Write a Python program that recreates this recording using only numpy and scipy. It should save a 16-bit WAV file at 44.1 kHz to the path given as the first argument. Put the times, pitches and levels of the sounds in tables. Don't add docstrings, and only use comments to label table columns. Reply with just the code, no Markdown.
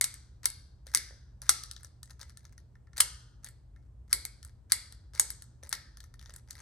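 import sys
import numpy as np
from scipy import signal
from scipy.fft import rfft, irfft
from scipy.io import wavfile

SR = 44100
rng = np.random.default_rng(int(sys.argv[2]) if len(sys.argv) > 2 else 0)


def master(y):
    cut = np.clip(np.atleast_2d(y).T, -1, 1)
    pcm = np.round(cut * 32767)
    wavfile.write(sys.argv[1], SR, pcm.astype(np.int16))


N = 291501


def from_db(db):
    return 10 ** (np.asarray(db) / 20)


def unit_rms(x):
    return x / np.sqrt(np.mean(x ** 2) + 1e-30)


def unit_energy(x):
    return x / np.sqrt(np.sum(x ** 2, axis=-1, keepdims=True) + 1e-30)


def at_hz(curve, hz):
    knots_hz, values = np.transpose(curve)
    return np.interp(np.log(hz + 1e-9), np.log(knots_hz), values)


def add(track, onset_s, sound):
    start = int(np.clip(round(onset_s * SR), 0, N))
    track[start:start + len(sound)] += sound[:N - start]


# f/Hz, coherence (0-1)
COHERENCE = [(70, 0.96), (130, 1), (300, 0.5), (1200, 0.2), (2500, 1), (6500, 0), (8000, 1), (15000, .95)]

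def diffuse_field(size):
    hz = np.fft.rfftfreq(size, 1 / SR)
    alike = np.clip(at_hz(COHERENCE, hz), 0, 1)
    mid, side = rfft(rng.standard_normal((2, size)))
    return hz, np.sqrt((1 + alike) / 2) * mid + np.sqrt((1 - alike) / 2) * side * [[1], [-1]]


# f/Hz, relative spectral level/dB
AIR_SPECTRUM = [(20, -21.5), (35, -23), (47, -0.5), (58, 4), (78, -1.5), (100, -7.5), (135, -12),
                (165, -19), (260, -25), (500, -32.5), (1000, -38.5), (2500, -54.5), (9500, -56),
                (16000, -72)]

def ventilation(air_db=-53.5, hum_hz=120.4, hum_db=-62.5, waver=0.075):
    hz, noise = diffuse_field(N)
    air = unit_rms(irfft(noise * from_db(at_hz(AIR_SPECTRUM, hz)), N))
    drift = unit_rms(irfft(rfft(rng.standard_normal(N)) * np.exp(-hz / 2.2), N))
    hum = np.sqrt(2) * np.sin(2 * np.pi * hum_hz * np.arange(N) / SR) * (1 + waver * drift)
    return from_db(air_db) * air + from_db(hum_db) * hum


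def minimum_phase(magnitude):
    cepstrum = irfft(np.log(magnitude + 1e-12))
    half = cepstrum.shape[-1] // 2
    fold = np.r_[1, np.full(half - 1, 2), 1, np.zeros(half - 1)]
    return np.exp(rfft(cepstrum * fold))


# f/Hz, width/Hz, relative level/dB
CLICK_RESONANCES = [(421.4, 250, -24.5), (877, 210, -17), (1398, 560, -8.5), (1744, 390, -8),
                    (2130, 100, -8.5), (3700, 590, -13.5), (4676, 1700, -3.5), (5930, 610, -5.5),
                    (6430, 330, -11.5), (8250, 1800, -4.5), (9460, 640, -7), (10110, 920, 6),
                    (10930, 280, -7), (12200, 540, -11.5), (14810, 1200, -25)]
REGISTER_BORDERS = [2600, 7500]

def contact_clicks(levels_db, rattle_ms, ripple, rise_ms, scatter_db, size=1024):
    ms = 1000 * np.arange(size) / SR
    hz = np.fft.rfftfreq(size, 1 / SR)
    force = (1 - np.exp(-(ms / rise_ms) ** 2)) * np.exp(-ms / rattle_ms[:, None])
    impacts = rfft(force * rng.standard_normal(force.shape))
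    evened = irfft(impacts / (np.abs(impacts) + 1e-12) ** (1 - ripple))
    rattle = rfft(evened * force ** 0.25)
    register_power = np.zeros((len(REGISTER_BORDERS) + 1,) + rattle.shape)
    for centre_hz, width_hz, level_db in CLICK_RESONANCES:
        strength = from_db(level_db + scatter_db * rng.standard_normal((len(force), 1)))
        detuning = (hz ** 2 - centre_hz ** 2) / (hz + 1) / width_hz
        register = np.searchsorted(REGISTER_BORDERS, centre_hz)
        register_power[register] += (strength / (1 + detuning ** 2 / 2)) ** 2
    energy = np.mean(register_power * np.abs(rattle) ** 2, axis=-1, keepdims=True)
    filter_power = np.sum(register_power / energy * from_db(levels_db)[:, :, None] ** 2, axis=0)
    return irfft(rattle * minimum_phase(np.sqrt(filter_power * 0.006 * SR)))


def ring(hz, t60, size=6000):
    t = np.arange(size) / SR
    swell = 1 - np.exp(-(t / 0.0007) ** 2)
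    sine = np.sin(2 * np.pi * (hz * t + rng.random()))
    return unit_energy(sine * swell * from_db(-60 * t / t60)) * np.sqrt(0.006 * SR)


# t/s, relative crack level/dB, hollow level/dB re crack,
# edge level/dB re crack, rattle time/ms, main ring f/Hz, its level/dB re crack, second ring f/Hz
FLAP_IMPACTS = [(0.0114, -27, -8, 7.5, 0.51, 2140, -5, 5730),
                (0.0415, -31, -13.5, 7.5, 2.5, 2370, -22.5, 6950),
                (0.456, -30, -16.5, 9.5, 0.57, 2110, -23, 5400),
                (0.458, -33.5, -6.5, 5.5, 0.47, 2140, -8.5, 4570),
                (0.9479, -23.5, -7, 5.5, 1.5, 2094, -11.5, 5085),
                (0.973, -33, -16.5, 3, 0.65, 2173, -25, 5395),
                (1.4922, -19, -10, 5.5, 2.16, 1350, -10, 5633), (2.979, -41, -6, 6, 2.8, 1700, -10.5, 4200),
                (3.0025, -26, -14, 6, 2.8, 1250, -10, 3900), (3.0052, -23, -7, 8.5, 2.4, 2200, -19.5, 3074),
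                (4.1285, -26.5, -9.5, 9.5, 1.83, 2185, -7, 4580),
                (4.2517, -42.5, -8.5, 8.5, 1, 2190, -3, 4400), (4.72, -24, -9, 8, 1.8, 2100, -10, 4620),
                (5.1963, -27.5, -6, 12, 1.45, 6660, 3.5, 5820),
                (5.3032, -46.5, -5, 13, 1.6, 1892, -16, 5380), (5.692, -60, -13, 19, 1.4, 1800, -21, 5270),
                (5.727, -30.5, -5.5, 0.5, 2.5, 1824, -8, 5580)]

def flap_snaps(ripple, main_t60=0.012, second_t60=0.0045, second_db=-6.5):
    onsets, crack_db, hollow_db, edge_db, rattle_ms, main_hz, main_db, second_hz = (
        np.transpose(FLAP_IMPACTS))
    levels_db = np.array([crack_db + hollow_db, crack_db, crack_db + edge_db])
    cracks = contact_clicks(levels_db, rattle_ms, ripple, rise_ms=0.52, scatter_db=3.0)
    out = np.zeros(N)
    for k, crack in enumerate(cracks):
        add(out, onsets[k], crack)
        add(out, onsets[k], from_db(crack_db[k] + main_db[k]) * ring(main_hz[k], main_t60))
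        add(out, onsets[k], from_db(crack_db[k] + second_db) * ring(second_hz[k], second_t60))
    return out


# f/Hz, relative level/dB, T60/s
TAIL_BANDS = [(300, 3.5, 0.38), (690, -7, 0.47), (1410, -11.5, 0.82), (2180, -6, 0.39), (3100, -9.5, 0.6),
              (4600, -9, 0.55), (6460, -12.5, 0.52), (7950, -11.5, 0.41), (10400, -18, 0.39),
              (11945, -12.5, 0.22), (13500, -31, .09)]

def reverberation(source, early_db=-8.5, early_t60=0.1, build_s=0.0027, gap_s=0.002, top_hz=12800):
    t = np.arange(SR) / SR
    hz, noise = diffuse_field(SR)
    noise = noise / np.sqrt(1 + (hz / top_hz) ** 20)
    early_noise = irfft(noise, SR)[:, ::-1]
    response = from_db(early_db) * unit_energy(early_noise * (t > gap_s) * from_db(-60 * t / early_t60))
    build_up = 1 - np.exp(-np.maximum(t - gap_s, 0) / build_s)
    log_centres = np.log([row[0] for row in TAIL_BANDS])
    for share, (_, level_db, t60) in zip(np.eye(len(TAIL_BANDS)), TAIL_BANDS):
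        band = irfft(noise * np.interp(np.log(hz + 1e-9), log_centres, share), SR)
        envelope = unit_energy(build_up * from_db(-60 * t / t60))
        response += from_db(level_db) * band * envelope
    return signal.fftconvolve(source[None], response, axes=1)[:, :N]


# t/s, relative peak level/dB, relative edge level/dB
NAIL_TAPS = [(0.1407, -39, -44.5), (0.5015, -33.5, -42), (0.8681, -38, -52), (1.418, -34.5, -43.5),
             (1.6359, -29.5, -42), (1.7125, -28, -42.5), (1.7639, -34, -62), (1.832, -51, -50),
             (1.8462, -36, -49.5), (2.0306, -36, -47), (2.1076, -39.5, -55.5), (2.2134, -31, -53),
             (2.2953, -43.5, -58), (2.3723, -39.5, -51), (2.452, -41, -63), (2.579, -42.5, -57.5),
             (2.7542, -60, -81), (2.8709, -63, -87), (2.9322, -49.5, -69.5), (3.4445, -33, -42),
             (3.4869, -48.5, -50), (3.7618, -60, -77), (4.4287, -40, -53), (4.4486, -44.5, -47.5),
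             (4.924, -39.5, -50.5), (5.1503, -35, -51), (5.4216, -40.5, -46.5), (5.6343, -37.5, -50),
             (5.751, -30.5, -50), (5.9712, -40, -54), (6.004, -37.5, -55.5), (6.0397, -44, -57.5),
             (6.14, -47, -60.5), (6.194, -41, -62), (6.2264, -46.5, -64), (6.2589, -39.5, -67),
             (6.2953, -40, -64), (6.3382, -46, -50), (6.3616, -42.5, -46.5), (6.5074, -29.5, -43.5)]
# f/Hz, level/dB re the tap's knock, T60/s
CAVITY_MODES = [(1370.6, -6, 0.028), (1786, -3.5, 0.063)]

def nail_ticks(ripple, crest_db=14.0, settle_s=0.019, settle_loss_db=15.5):
    onsets, peak_db, edge_db = np.transpose(NAIL_TAPS)
    crack_db = peak_db - crest_db
    knock_db = -60.5 + 0.17 * (crack_db + 50)
    levels_db = np.array([knock_db - 2.5, crack_db, edge_db])
    taps = contact_clicks(levels_db, rattle_ms=np.full(len(onsets), 2.0), ripple=ripple,
                          rise_ms=0.17, scatter_db=6.5)
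    out = np.zeros(N)
    for k, tap in enumerate(taps):
        add(out, onsets[k], tap)
        add(out, onsets[k] + settle_s * (0.5 + rng.random()), from_db(-settle_loss_db) * tap)
        for hz, level_db, t60 in CAVITY_MODES:
            detuned_hz = hz * (1 + 0.025 * rng.standard_normal())
            add(out, onsets[k], from_db(knock_db[k] + level_db) * ring(detuned_hz, t60, size=2000))
    return out


# start t/s, end t/s, relative level/dB, slip rate/Hz
STROKES = [(0.43, 0.47, -53, 475), (0.86, 0.937, -60, 280), (0.934, 0.942, -46.5, 550),
           (1.419, 1.491, -58, 510), (1.793, 1.821, -54, 97), (2.073, 2.129, -53, 78),
           (2.189, 2.241, -45.5, 145), (2.251, 2.31, -60, 87), (2.385, 2.536, -63, 57),
           (2.962, 2.973, -48, 650), (2.979, 3.011, -41.5, 530), (3.427, 3.445, -65.5, 150),
           (3.447, 3.475, -54, 270), (3.77, 3.87, -82, 184), (4.073, 4.098, -64.5, 120),
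           (4.101, 4.134, -54, 500), (4.434, 4.496, -60.5, 112), (4.697, 4.72, -51, 440),
           (5.133, 5.198, -53, 520), (5.625, 5.677, -53, 146), (5.705, 5.717, -49.5, 400),
           (6.202, 6.4, -58.5, 110), (6.472, 6.61, -55.5, 134)]

def finger_slides(gain_db=-11.0, spread_db=5.0, swell_db=1.5, max_slips=48):
    register_db = np.array([[-0.5], [0], [-1.5]])
    out = np.zeros(N)
    for start, end, level_db, rate_hz in STROKES:
        jitter, size_draw = rng.random((max_slips, 2)).T
        onsets = start + (np.arange(max_slips) + jitter) / rate_hz
        unevenness_db = spread_db * (np.minimum(-np.log(size_draw), 3) - 1)
        progress = np.minimum((onsets - start) / (end - start), 1)
        slip_db = level_db + unevenness_db + swell_db * (progress - 0.5)
        slips = contact_clicks(slip_db + register_db, rattle_ms=np.full(max_slips, 1.5), ripple=1.0,
                               rise_ms=0.5, scatter_db=6.5, size=256)
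        for onset, slip in zip(onsets[onsets < end], slips):
            add(out, onset, slip)
    return from_db(gain_db) * out


# t/s, relative level/dB, f/Hz
SOFT_IMPACTS = [(0.868, -59, 560), (1.108, -59, 527), (1.125, -66, 540), (1.845, -65, 592),
                (2.212, -65.5, 520), (5.148, -62.5, 521), (5.632, -55, 580), (6.293, -62, 600)]

def fingertip_bumps(t60=0.012, overtone_ratio=3.1, overtone_db=-3.5):
    out = np.zeros(N)
    for onset, level_db, hz in SOFT_IMPACTS:
        knock = ring(hz, t60) + from_db(overtone_db) * ring(hz * overtone_ratio, t60 / 2)
        add(out, onset, from_db(level_db) * knock)
    return out


def panned(x, balance):
    ratio = from_db(at_hz(balance, np.fft.rfftfreq(N, 1 / SR)))
    gains = np.array([ratio, np.ones_like(ratio)]) * np.sqrt(2 / (1 + ratio ** 2))
    return irfft(rfft(x) * gains, N)


# f/Hz, left minus right level/dB
TOY_BALANCE = [(400, 1.5), (950, 6), (1500, 1.5), (2200, 2), (3000, 8.5), (4600, 8.5), (6900, 8.5),
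               (8000, -0.5), (10000, 1.5), (16000, -0.5)]
ROOM_BALANCE = [(1500, -1), (2200, -0.5), (3500, 3.5), (5000, 4), (7000, 4), (8500, 0)]

def scene(direct_db=0.36, snap_room_db=-1.5, touch_room_db=-3.0):
    handling = finger_slides() + fingertip_bumps()
    direct = from_db(direct_db) * (flap_snaps(ripple=1.0) + nail_ticks(ripple=0.66) + handling)
    radiated = from_db(snap_room_db) * flap_snaps(ripple=0)
    radiated += from_db(touch_room_db) * (nail_ticks(ripple=0) + handling)
    return panned(direct, TOY_BALANCE) + panned(reverberation(radiated), ROOM_BALANCE) + ventilation()


# f/Hz, phase/rad
PORT_LEAD = [(0, 0), (1500, .4), (3000, 1.0), (5000, .7), (6900, 0), (7500, .9), (8400, 0), (10200, -3.14),
             (11800, -6.28), (13600, -9.42), (15300, -12.57)]

def record(dry, ceiling=0.9, cutoff_hz=16300):
    lead = np.interp(np.fft.rfftfreq(N, 1 / SR), *np.transpose(PORT_LEAD))
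    ports = irfft(rfft(dry) * np.exp(1j * lead * np.array([[0.5], [-0.5]])), N)
    rounded = ceiling * np.tanh(ports / ceiling)
    low_pass = signal.ellip(10, 0.1, 80, cutoff_hz, fs=SR, output="sos")
    return signal.sosfilt(low_pass, rounded)


dry = scene()
out = record(dry)
master(out)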